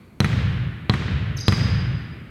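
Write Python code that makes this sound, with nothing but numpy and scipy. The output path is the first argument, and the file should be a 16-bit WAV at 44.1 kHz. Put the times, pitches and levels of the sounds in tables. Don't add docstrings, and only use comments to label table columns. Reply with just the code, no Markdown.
import sys
import numpy as np
from scipy import signal
from scipy.io import wavfile

SR = 44100
rng = np.random.default_rng(int(sys.argv[2]) if len(sys.argv) > 2 else 0)


def convert_level_to_amplitude(level_db):
    exponent = np.asarray(level_db, float) / 20
    return 10 ** exponent


def generate_wav(sig):
    pcm = np.round(np.clip(np.atleast_2d(sig).T, -1, 1) * 32767).astype(np.int16)
    wavfile.write(sys.argv[1], SR, pcm)


N = 101429


def ring(x, hz, t60):
    r, w = convert_level_to_amplitude(-60 / (t60 * SR)), 2 * np.pi * hz / SR
    return signal.lfilter([0, np.sin(w)], [1, -2 * r * np.cos(w), r * r], x + 1e-18)


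def swell(click, hz, t60):
    return ring(click, hz, t60) - ring(click, hz, t60 / 4)


def cut(x, hz, kind):
    return signal.sosfilt(signal.butter(2, hz, kind, fs=SR, output="sos"), x)


def later(x, s):
    out, i = np.zeros(N), int(s * SR)
    n = min(len(x), N - i)
    out[i:i + n] = x[:n]
    return out


def rms_one(x):
    return x / np.sqrt(np.mean(x ** 2) + 1e-20)


def band_noise(low_hz, high_hz):
    return rms_one(cut(rng.standard_normal(N), [low_hz, high_hz], "band"))


def bounce(ping_db, thud_hz, bright_db):
    # pitch_hz, level_db, t60_s, delay_s
    air_modes = [
        (1574, -22.5, 0.003, 0.00046),
        (1098, -17.5, 0.022, 0.00187),
        (3190, -5.5, 0.0027, 0.00052),
        (738, -32.5, 0.085, 0.00026),
    ]
    # pitch_hz, level_db, t60_s
    board_modes = [
        (194.7, -9, 0.052),
        (315.7, -18, 0.046),
        (434.4, -22.5, 0.082),
    ]
    t = np.arange(SR // 4) / SR
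    click = 1. * (t == 0)

    slap_s = .0005
    slap = -convert_level_to_amplitude(-2) * np.sin(np.pi * np.clip(t / slap_s, 0, 1)) ** 2
    snap_db, snap_t60_s = -6.5, .0048
    snap = cut(rng.standard_normal(len(t)), [2500, 10200], "band")
    snap = convert_level_to_amplitude(snap_db + bright_db - 60 * t / snap_t60_s) * snap
    ping = 0
    for hz, db, t60, delay_s in air_modes:
        ping = ping + 2 * convert_level_to_amplitude(db) * later(swell(click, hz, t60), delay_s)[:len(t)]

    whirl_hz, drop_hz, drop_s = 3990, 1600, .0008
    whirl_db, rise_s, whirl_t60_s = -4.5, .0021, .019
    phase = 2 * np.pi * np.cumsum(whirl_hz + drop_hz * np.exp(-t / drop_s)) / SR
    whirl = convert_level_to_amplitude(whirl_db + ping_db - 60 * t / whirl_t60_s) * np.sin(phase)
    whirl = whirl * (1 - np.exp(-(t / rise_s) ** 2))

    thud_db, thud_t60_s, thud_delay_s, thud_soft_hz = 2.5, .049, .00027, 655
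    thud = swell(click, thud_hz, thud_t60_s)
    for hz, db, t60 in board_modes:
        thud = thud + convert_level_to_amplitude(db) * ring(click, hz, t60)
    thud = convert_level_to_amplitude(thud_db) * later(cut(thud, thud_soft_hz, "low"), thud_delay_s)[:len(t)]
    return slap + snap + ping, whirl, thud


def echoes(crack, ping, thud, echo_db):
    # delay_s, crack_db, ping_db, thud_db, top_hz
    reflections = [
        (.0098, -11.5, -30, -4, 1360),
        (.0415, -8.5, -19, -3, 13000),
        (0.056, -19, -25, -8.5, 2500),
        (0.104, -37, -41, -18.5, 5800),
        (0.126, -19, -31, -22, 6000),
        (0.185, -19.5, -33, -10.5, 4060),
    ]
    t = np.arange(SR // 20) / SR
    scatter_db, scatter_t60_s = -27.5, .037
    smear = convert_level_to_amplitude(scatter_db - 60 * t / scatter_t60_s) * rng.standard_normal(len(t))

    tick = 1. * (np.arange(len(crack)) == 10)
    thin = cut(crack - cut(tick, 9300, "low"), 1190, "high")
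    roof_ring_db, roof_ring_hz, roof_ring_t60_s = -6.5, 2080, .002
    thin = thin + convert_level_to_amplitude(roof_ring_db) * ring(thin, roof_ring_hz, roof_ring_t60_s)

    back = 0
    for delay_s, crack_db, ping_db, thud_db, top_hz in reflections:
        arrival = convert_level_to_amplitude(crack_db) * thin + convert_level_to_amplitude(ping_db) * ping + convert_level_to_amplitude(thud_db) * thud
        back = back + convert_level_to_amplitude(echo_db) * later(cut(arrival, top_hz, "low"), delay_s)
    rough = cut(convert_level_to_amplitude(8.5) * back + later(crack, 0), 1040, "high")
    scattered = signal.fftconvolve(rough, smear)[:N]
    return later(crack + ping + thud, 0) + back + scattered


def bands():
    edges = 32 * 2 ** np.arange(0, 9.1, 1 / 3)
    white = rng.standard_normal((2, N))
    rows = []
    for k, (low, high) in enumerate(zip(edges, edges[1:])):
        noise = cut(white[k % 2], [low, high], "band")
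        noise = cut(noise, [low * 0.79, high * 1.25], "band")
        rows.append((np.sqrt(low * high), rms_one(noise), high - low))
    return rows


def at_hz(rows, hz):
    f, *columns = np.transpose(rows)
    return [np.interp(np.log(hz), np.log(f), c) for c in columns]


def hall_response():
    # pitch_hz, level_db, build_up_s, hold_s, t60_s
    hall = [(35, -32, 0.028, 0.42, 3.1), (60.2, 6.5, 0.044, 0.37, 0.65), (132.4, 10, 0.018, 0.43, 0.73),
            (209.4, -4.5, 0.01, 0.17, 1.62), (396, -13.5, 0.0086, 0.12, 1.75), (805, -25, 0.01, 0.28, 1.17),
            (1620, -18, 0.017, 0.28, 1.63), (2500, -22.5, 0.035, 0.28, 1.62),
            (3760, -24, 0.013, 0.18, 1.17), (4760, -30, 0.036, 0.18, 0.82), (7000, -34, 0.01, 0.063, 0.71),
            (13000, -46, .02, 0.02, 0.74)]
    t, coloured, plain = np.arange(N) / SR, 0, 0
    for hz, noise, width in bands():
        db, rise, hold, t60 = at_hz(hall, hz)
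        fall_s = np.logaddexp(0, (t - hold) / 0.044) * 0.034
        band = noise * np.sqrt(width / SR) * convert_level_to_amplitude(-60 * fall_s / t60)
        band = band * (1 - np.exp(-(t / rise) ** 2))
        coloured, plain = coloured + convert_level_to_amplitude(db) * band, plain + band
    return coloured, plain


def squeak():
    # start_s, length_s, start_hz, end_hz, level_db
    slips = [
        (1.366, .017, 6450, 5850, -34),
        (1.372, .011, 5450, 5050, -33),
        (1.383, .011, 4850, 4600, -31),
        (1.392, .04, 6400, 6080, -34),
        (1.39, .008, 5750, 5720, -35),
        (1.402, .022, 4950, 4890, -29),
        (1.426, .018, 4890, 4900, -33),
        (1.455, .07, 4905, 4895, -33),
        (1.378, .022, 4100, 3500, -41),
        (1.392, .05, 5350, 5250, -44),
    ]
    wobble_hz, flutter_db = 50, 4.5
    overtone_db, overtone_fade_db_s = -14, 200
    t, out = np.arange(N) / SR, 0
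    chance = cut(rng.standard_normal((2, N)), 274, "low")
    chance = chance / chance.std()
    for k, (s, length, start_hz, end_hz, db) in enumerate(slips):
        u = np.clip((t - s) / length, 0, 1)
        wobble, flutter = np.roll(chance, k * SR // 10, axis=1)
        pitch_hz = start_hz + (end_hz - start_hz) * u + wobble_hz * wobble
        phase = 2 * np.pi * np.cumsum(pitch_hz) / SR
        shape = np.sin(np.pi * u ** 0.78) * convert_level_to_amplitude(db + flutter_db * flutter)
        overtone = convert_level_to_amplitude(overtone_db - min(overtone_fade_db_s * (s - slips[0][0]), 8))
        out = out + shape * (np.sin(phase) + overtone * np.sin(2 * phase))

    rub_db, rub_start_s, rub_end_s = -50, 1.368, 1.44
    u = np.clip((t - rub_start_s) / (rub_end_s - rub_start_s), 0, 1)
    return out + convert_level_to_amplitude(rub_db) * np.sin(np.pi * u ** .5) * band_noise(4400, 6800)


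def soft_step(start_s, boom):
    step_db, step_hz, step_t60_s, boom_db = -24, 165, .05, -22
    step = ring(later(np.ones(1), start_s), step_hz, step_t60_s)
    return convert_level_to_amplitude(step_db) * cut(step, 860, "low") + convert_level_to_amplitude(boom_db) * later(cut(boom, 430, "low"), start_s)


def background():
    # pitch_hz, level_db (per Hz)
    old_tail = [(18, -40), (30, 1.5), (106, 13), (668, -21), (1020, -8), (2070, -17.5), (3940, -23),
                (4400, -31.5), (6000, -58), (7800, -68), (13200, -120)]
    # pitch_hz, width_hz, level_db
    old_squeak = [
        (4390, 340, -71.5),
        (2240, 400, -63),
    ]
    t = np.arange(N) / SR
    old_db, old_t60_s, rumble_db, hiss_db = -47.5, 2.0, -50, -72
    old = 0
    for hz, noise, width in bands():
        level_db = at_hz(old_tail, hz)[0] - 66 * (hz > 6000)
        old = old + noise * np.sqrt(width) * convert_level_to_amplitude(level_db)
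    old = convert_level_to_amplitude(old_db) * rms_one(old)
    for hz, width, db in old_squeak:
        old = old + convert_level_to_amplitude(db) * band_noise(hz - width / 2, hz + width / 2)
    rumble = convert_level_to_amplitude(rumble_db) * band_noise(50, 300)
    hiss = convert_level_to_amplitude(hiss_db) * band_noise(4000, 14300)
    return old * convert_level_to_amplitude(-60 * t / old_t60_s) + rumble + hiss


def scene():
    # start_s, peak_db, ping_db, thud_hz, brightness_db
    bounces = [
        (0.2035, -5, 3, 143, -5),
        (0.8962, -3.5, 2.5, 135, -22),
        (1.4815, -2.5, 0.5, 116.4, -2.5),
    ]
    boom_levels = [
        -3.5,
        -5,
        -2.5,
    ]
    echo_levels = [
        -1,
        -4,
        -4,
    ]
    shared, plain = hall_response()
    other, _ = hall_response()
    share = 0.54
    out = background()
    for k, (row, boom_db, echo_db) in enumerate(zip(bounces, boom_levels, echo_levels)):
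        s, db, ping_db, thud_hz, bright_db = row
        tail = share * shared + np.sqrt(1 - share ** 2) * other * (-1) ** k
        tail = tail + (convert_level_to_amplitude(bright_db) - 1) * cut(tail, 3500, "high")
        near = convert_level_to_amplitude(db) * echoes(*bounce(ping_db, thud_hz, bright_db), echo_db)
        out = out + later(near + convert_level_to_amplitude(boom_db) * tail, s)

    shoe = convert_level_to_amplitude(-3) * squeak()
    shoe_hall = signal.fftconvolve(cut(shoe, 6500, "low"), plain)[:N]
    out = out + shoe + convert_level_to_amplitude(-32.5) * shoe_hall + soft_step(2.2145, shared)
    return out[None]


def top_cut(x):
    return signal.sosfilt(signal.butter(12, 16610, fs=SR, output="sos"), x)


def record(dry):
    mix = cut(dry, 45, "high")
    return top_cut(mix)


dry = scene()
out = record(dry)
generate_wav(out)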